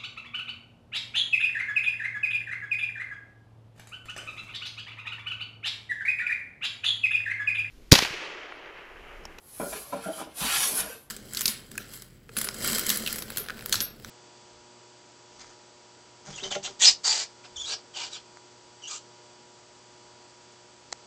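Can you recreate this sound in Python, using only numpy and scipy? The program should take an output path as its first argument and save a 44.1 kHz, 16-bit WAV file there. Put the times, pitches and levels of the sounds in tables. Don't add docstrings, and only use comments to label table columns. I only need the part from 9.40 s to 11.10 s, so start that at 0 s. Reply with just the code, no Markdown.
import sys
import numpy as np
from scipy import signal
from scipy.io import wavfile

SR = 44100
rng = np.random.default_rng(int(sys.argv[2]) if len(sys.argv) > 2 else 0)


def rack_gain(trim_db):
    fader = np.asarray(trim_db, float)
    return 10 ** (fader / 20)


def pcm_store(signal):
    levels = np.round(np.clip(np.atleast_2d(signal), -1, 1) * 32767)
    wavfile.write(sys.argv[1], SR, levels.astype(np.int16).T)


N = 74970


def rms_one(x):
    return x / np.sqrt(np.mean(x ** 2) + 1e-20)


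def in_time(rows):
    s, *columns = np.transpose(rows)
    return [np.interp(np.arange(N) / SR, s, c) for c in columns]


def drift(rate_hz):
    r = np.exp(-2 * np.pi * rate_hz / SR)
    slow = signal.lfilter([1], [1, -2 * r, r * r], rng.standard_normal(N + SR))
    return rms_one(slow[SR:])


def grains(per_s, spread_db):
    size = rack_gain(spread_db * np.minimum(rng.exponential(1, N), 5.0))
    size = size * rng.choice([-1, 1], N)
    return size * (rng.random(N) < per_s / SR) + 1e-18


def ring(x, hz, t60):
    r = 1000 ** (-1 / (t60 * SR))
    w = 2 * np.pi * hz / SR
    return signal.lfilter([0, np.sin(w)], [1, -2 * r * np.cos(w), r * r], x)


def peak(hz, width_hz):
    r = np.exp(-np.pi * width_hz / SR)
    feedback = [1, -2 * r * np.cos(2 * np.pi * hz / SR), r * r]
    return (1 - r * r) / 2 * np.array([1, 0, -1]), feedback


def coloured(sources, spectrum, patchy_db):
    hz, level = np.transpose(spectrum)
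    bands = int(3 * np.log2(hz[-1] / hz[0]))
    edges = np.geomspace(hz[0], min(hz[-1], .45 * SR), bands + 1)
    out = 0
    for k, (low, high) in enumerate(zip(edges, edges[1:])):
        band_pass = signal.butter(2, [low, high], "band", fs=SR, output="sos")
        band = signal.sosfilt(band_pass, sources[k % 2])
        band_db = np.interp(np.log(low * high) / 2, np.log(hz), level)
        out = out + band * rack_gain(band_db + patchy_db * drift(14.5))
    return rms_one(out)


def workshop_air():
    # f/Hz, level/dB
    air_colour = [(88, -40), (150, -16), (209, 23), (1220, 11.5), (2400, 3), (5760, -3.5), (10900, 0),
                  (15500, -6)]
    # f/Hz, level/dB
    rumble_colour = [(22, -10), (40, -20), (63, -9), (90, -12), (160, -11)]
    air = rack_gain(-62.5) * coloured(rng.standard_normal((2, N)), air_colour, patchy_db=-1.5)
    rumble = rack_gain(-64) * coloured(rng.standard_normal((2, N)), rumble_colour, patchy_db=-2.0)
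    return air + rumble


def sole():
    # t/s, level/dB, centre f/Hz of the thin band
    push_slide = [
        (0.015, -68.5, 10400),
        (0.035, -63.5, 11000),
        (0.225, -46, 10700),
        (0.337, -44.5, 10500),
        (0.489, -51, 11500),
        (0.58, -54, 10000),
    ]
    # t/s, level/dB, centre f/Hz
    settle_slide = [
        (0.6, -58.5, 10200),
        (0.644, -47.5, 10450),
        (0.715, -55.5, 10400),
        (0.724, -48.5, 10600),
        (0.802, -44.5, 10300),
        (0.832, -57, 10400),
        (0.88, -73, 10500),
        (0.93, -68, 10000),
    ]
    # t/s, level/dB, centre f/Hz
    pull_slide = [
        (0.95, -56.5, 10400),
        (0.976, -41.5, 10200),
        (0.996, -39.5, 10400),
        (1.11, -35.5, 10600),
        (1.28, -32, 10260),
        (1.334, -38, 10600),
        (1.357, -33, 10700),
        (1.405, -29.5, 10500),
        (1.42, -42, 10500),
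    ]
    # t/s, level/dB, centre f/Hz
    run_out_slide = [
        (1.44, -47.5, 11100),
        (1.54, -49.5, 11050),
        (1.61, -61, 11400),
        (1.668, -68.5, 10900),
        (1.7, -81, 11000),
    ]
    # t/s, bandwidth/Hz
    seat_width = [
        (0.0, 1690),
        (.38, 1950),
        (.44, 800),
        (.56, 900),
        (.85, 1200),
        (.97, 1960),
        (1.41, 1900),
        (1.45, 900),
        (1.7, 1100),
    ]
    # f/Hz, level/dB per Hz
    slide_colour = [(59, -48), (100, -13), (541, -2), (2370, -6), (2800, -6), (4280, -2.5), (9140, -5),
                    (11300, -6), (14000, -32), (15700, -40)]
    level_db, centre = in_time(push_slide + settle_slide + pull_slide + run_out_slide)
    width = in_time(seat_width)[0]
    grit = [grains(6700, 2.5) for _ in range(3)]
    thin, state = np.zeros(N), np.zeros(2)
    for i in range(0, N, 256):
        thin[i:i + 256], state = signal.lfilter(*peak(centre[i], width[i]), grit[2][i:i + 256], zi=state)
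    press_db = np.maximum(level_db + 50, 0)
    broad = rack_gain(-2) * coloured(grit, slide_colour, patchy_db=0.0)
    hiss = broad + rack_gain(3 - 0.1 * press_db) * rms_one(thin)
    return rack_gain(level_db + 0.56 * drift(35.0)) * hiss


def body(x):
    t60_s, share, change_s = .06, .4, .06
    hop, t = int(change_s * SR), np.arange(SR // 7) / SR
    x = np.pad(x, (hop, 2 * hop))
    wet = np.zeros(N + SR)
    fade = np.sin(np.pi / 2 * np.arange(2 * hop) / hop)
    for i in range(0, N + hop, hop):
        tail = rng.standard_normal(len(t)) * 1000 ** (-t / t60_s)
        rung = signal.fftconvolve(x[i:i + 2 * hop] * fade, tail / np.sqrt(np.sum(tail ** 2)))
        wet[i:i + len(rung)] += rung
    return np.sqrt(1 - share) * x[hop:hop + N] + np.sqrt(share) * wet[hop:hop + N]


def reverberation(x):
    t60_s, wall_cut_hz = 0.47, 7800
    out, dull = np.zeros(N), np.exp(-2 * np.pi * wall_cut_hz / SR)
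    for k, lag in enumerate((rng.uniform(.012, .04, 10) * SR).astype(int)):
        loop, state = x.copy(), [0.]
        gain = 1000 ** (-lag / SR / t60_s)
        for i in range(lag, N, lag):
            back, state = signal.lfilter([gain * (1 - dull)], [1, -dull], loop[i - lag:i], zi=state)
            loop[i:i + lag] += back[:N - i]
        out += (loop - x) * (-1) ** k
    return out


def shapes(rows):
    sag_db_per_s, release_db_per_s = 131, 487
    s, db, rise, hold, _ = np.transpose(rows)[:, :, None]
    u = np.arange(N) / SR - s
    fall = sag_db_per_s * np.clip(u, 0, rise + hold)
    fall = fall + release_db_per_s * np.maximum(u - rise - hold, 0)
    return np.clip(u / rise, 0, 1) * rack_gain(db - np.minimum(fall, 150))


def board():
    # t/s, level/dB, rise/s, hold/s, favoured f/Hz
    bumps = [(0.1884, -30, .002, 0.07, 496), (0.319, -43, 0.00092, 0.1, 710),
             (0.515, -34.5, 0.014, 0.047, 604), (0.575, -47, 0.011, 0.17, 600),
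             (0.758, -37, 0.031, 0.023, 900), (0.797, -46.5, 0.0066, 0.023, 910),
             (0.867, -47, 0.0014, 0.0034, 566), (0.996, -39.5, 0.0064, 0.05, 910),
             (1.114, -56, 0.027, 0.026, 810), (1.381, -43, 0.013, 0.0082, 930),
             (1.296, -39.5, 0.031, 0.05, 403), (1.422, -44, 0.016, 0.15, 440)]
    # t/s, level/dB, rise/s, hold/s, mode f/Hz
    notes = [(.199, -29.5, 0.00063, 0.047, 1305), (.2, -43, 0.0007, 0.0086, 2320),
             (.201, -36.5, 0.0015, 0.072, 550), (0.452, -38.5, 0.048, 0.068, 564),
             (0.633, -26.5, 0.024, 0.024, 1430), (0.656, -28.5, 0.0042, 0.052, 707),
             (0.659, -34, 0.0063, 0.044, 436), (0.728, -30.5, 0.0058, 0.011, 3300),
             (0.729, -38, 0.0053, 0.011, 1410), (0.76, -57, .02, 0.029, 199),
             (1.417, -51, 0.012, 0.015, 199), (1.46, -39.5, 0.065, 0.082, 450)]
    knock_s = [.1986, .327, .533, .6655]
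    # level/dB, favoured f/Hz
    knocks = [
        (-5.5, 460),
        (-15.5, 1130),
        (-11.5, 1300),
        (-21, 700),
    ]
    # f/Hz, level/dB, t60/s
    board_modes = [(130, -15, .1), (199, -2, .12), (262, -4, .1), (302, -4, .1), (380, -9, .08),
                   (455, -5, .09), (575, -3, .08), (655, -4, .08), (790, -5, .06), (1010, -4, .07),
                   (1380, -7, .06), (1560, -13, .07), (2320, -10, .04), (3130, -13, .03)]
    shape = np.vstack([shapes(bumps), shapes(notes)])
    shape = shape * (np.arange(N) > knock_s[0] * SR)
    favoured = np.array(bumps + notes)[:, 4]
    narrow = np.array([2.5] * len(bumps) + [220] * len(notes))
    contacts = [rms_one(grains(570, 2.9)) + .5 * rng.standard_normal(N) for _ in range(3)]
    out = 0
    for k, (hz, db, t60) in enumerate(board_modes):
        reach = rack_gain(db - narrow * np.log2(hz / favoured) ** 2)
        push = contacts[k % 3] * (reach @ shape) + 1e-18
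        for s, (hit_db, hit_hz) in zip(knock_s, knocks):
            hit = rack_gain(hit_db + db - 3 * np.log2(hz / hit_hz) ** 2)
            push[int(s * SR)] += (-1) ** (k // 4) * hit
        out = out + ring(push, hz, t60) / np.sqrt(t60 * SR)
    high_pass = signal.butter(4, 135, "high", fs=SR, output="sos")
    return rack_gain(9.5) * signal.sosfilt(high_pass, out)


def taps():
    # t/s, peak level/dB, f/Hz, rise/s, t60/s
    tap_rows = [(.3275, -34.5, 630, 0.0016, 0.038), (.3275, -43, 2280, .001, .04),
                (0.334, -36.5, 1008, .003, 0.044), (.352, -37, 416, 0.007, 0.1),
                (.524, -31.5, 1012, 0.013, 0.013), (.527, -39, 571, 0.015, 0.078),
                (.53, -46, 196, 0.018, 0.11), (.656, -33.5, 192, 0.016, 0.086),
                (.659, -31, 656, 0.0054, 0.073), (.685, -30, 618, 0.0077, 0.021),
                (.698, -30.5, 660, 0.0066, 0.066), (.683, -35, 297.5, .02, 0.074),
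                (0.784, -43, 1245, 0.016, 0.028), (.8145, -34, 895, 0.00081, .035),
                (.822, -41, 980, 0.0067, 0.077), (0.816, -41.5, 313.7, 0.0042, 0.16),
                (.868, -43, 623, 0.0055, 0.027), (1.02, -36.5, 194.5, 0.015, 0.054),
                (1.044, -27, 218, 0.0075, 0.024), (1.06, -35.5, 246, 0.011, 0.023),
                (1.02, -36.5, 879, 0.018, 0.062), (1.168, -44.5, 131.4, 0.022, 0.19),
                (1.35, -44, 1100, 0.018, 0.083), (1.365, -35, 1492, 0.031, 0.054),
                (1.385, -42, 984, 0.017, 0.04), (1.46, -37.5, 626, 0.0052, 0.065),
                (1.491, -44, 1545, 0.042, 0.069), (1.495, -42, 508, 0.01, 0.084),
                (.199, -32.5, 600, 0.002, 0.073), (.23, -37, 546, 0.013, .08),
                (.265, -38.5, 456, 0.018, 0.11), (.52, -39, 1313, 0.01, .04),
                (.522, -40.5, 758, 0.0092, 0.093), (.58, -44, 792, 0.012, 0.043),
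                (1.008, -36.5, 165, 0.016, 0.043), (1.125, -39.5, 810, 0.021, 0.052),
                (1.11, -36, 1680, 0.054, 0.11), (1.225, -34, 1685, 0.011, 0.086),
                (1.468, -44.5, 1625, 0.012, .05), (1.4, -44, 190, 0.023, 0.082)]
    waver_rad, flutter_db = .7, 2.5
    s, db, hz, rise, t60 = np.transpose(tap_rows)[:, :, None]
    u = np.maximum(np.arange(N) / SR - s, 0)
    press = np.sin(np.pi / 2 * np.minimum(u / rise, 1))
    swell = press * 1000 ** (-np.maximum(u - rise, 0) / t60)
    unsteady = np.array([drift(36.0) for _ in range(4)])[np.arange(len(tap_rows) + 1) % 4]
    tone = np.sin(2 * np.pi * hz * u + waver_rad * unsteady[:-1])
    return np.sum(rack_gain(db + flutter_db * unsteady[1:]) * swell * tone, axis=0)


def bench():
    # t/s, level/dB
    shoves = [
        (0.201, -51.5),
        (0.312, -51),
        (0.861, -63),
        (1.014, -44),
        (1.292, -59),
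        (1.387, -48.5),
    ]
    bench_hz = (57, 66, 107)
    t60_s, shove_s = 0.4, 0.015
    push = np.zeros(N)
    for s, db in shoves:
        push[int(s * SR)] = rack_gain(db)
    soft = np.hanning(int(shove_s * SR))
    push = np.convolve(push, soft / soft.sum())[:N] + 1e-18
    return sum(ring(push, hz, t60_s) for hz in bench_hz)


def blade():
    # t/s of the middle, level/dB, half length/s
    brushes = [(0.365, -42, 0.026), (0.62, -51.5, 0.16), (0.812, -45.5, 0.035), (1.523, -52, 0.044),
               (0.331, -43, .008), (0.534, -54.5, .012), (0.922, -61, 0.051)]
    # t/s, level/dB, brightness/dB (finer fibres sound higher)
    cut = [
        (1.005, -36, 9),
        (1.014, -33, 2.2),
        (1.166, -26.5, 4.5),
        (1.196, -39.5, 14),
        (1.238, -32.5, 14),
        (1.344, -60, 13.5),
        (1.396, -38.5, -3),
        (1.451, -47, -1),
    ]
    # f/Hz, level/dB per Hz
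    cut_colour = [(180, -27), (300, -26.5), (1020, -3.5), (1440, -3.5), (1630, -5.5), (1960, -6.5),
                  (2920, -5), (9000, -20), (11700, -18), (19800, -120)]
    # f/Hz, bandwidth/Hz, level/dB
    iron_modes = [(1698, 39, 14), (2555, 32, 7), (2804, 11, 8.5), (3013, 110, 13.5), (3200, 29, -4),
                  (3725, 13, 4), (4700, 49, -14), (4210, 36, 0.5), (5100, 360, -1), (5840, 53, 10),
                  (6270, 29, -4), (5980, 120, 1.5)]
    first_s, last_s = cut[0][0], cut[-1][0]
    onset = [(first_s - .06, -75, 0), (first_s - .006, -46, 0)]
    ending = [(last_s + 0.098, -70, 0), (last_s + 0.13, -100, 0)]
    level_db, bright_db = in_time(onset + cut + ending)
    snaps = [grains(5000, 2.35) for _ in range(2)]
    iron = 0
    for k, (hz, width, db) in enumerate(iron_modes):
        rung = signal.lfilter(*peak(hz, max(width, 45.0)), snaps[k % 2])
        iron = iron + rack_gain(db + 0.84 * drift(2.8)) * rms_one(rung)
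    rasp = coloured(snaps, cut_colour, patchy_db=1.5) + rack_gain(-9.5) * rms_one(iron)
    dull = signal.lfilter(*signal.butter(2, 3000, fs=SR), rasp)
    rasp = rasp + (rack_gain(-0.26 * bright_db) - 1) * dull
    low = signal.lfilter(*signal.butter(1, 6160, fs=SR), rasp)
    tilted = rack_gain(-bright_db) * low + rack_gain(bright_db) * (rasp - low)
    t = np.arange(N) / SR
    light = sum(rack_gain(db) * np.exp(-((t - s) / half) ** 2) for s, db, half in brushes)
    return (rack_gain(level_db + 0.5) + light) * rack_gain(0.15 * drift(25.0)) * tilted


def scene():
    work = body(sole() + blade()) + board() + taps() + bench()
    return (work + rack_gain(-20.5) * reverberation(work) + workshop_air())[None]


def roll_off(x):
    return signal.sosfilt(signal.butter(12, 15640, fs=SR, output="sos"), x)


def record(dry):
    low_pass = signal.cheby2(10, 40, 16600, fs=SR, output="sos")
    mix = signal.sosfilt(low_pass, dry)
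    return roll_off(mix)


dry = scene()
out = record(dry)
pcm_store(out)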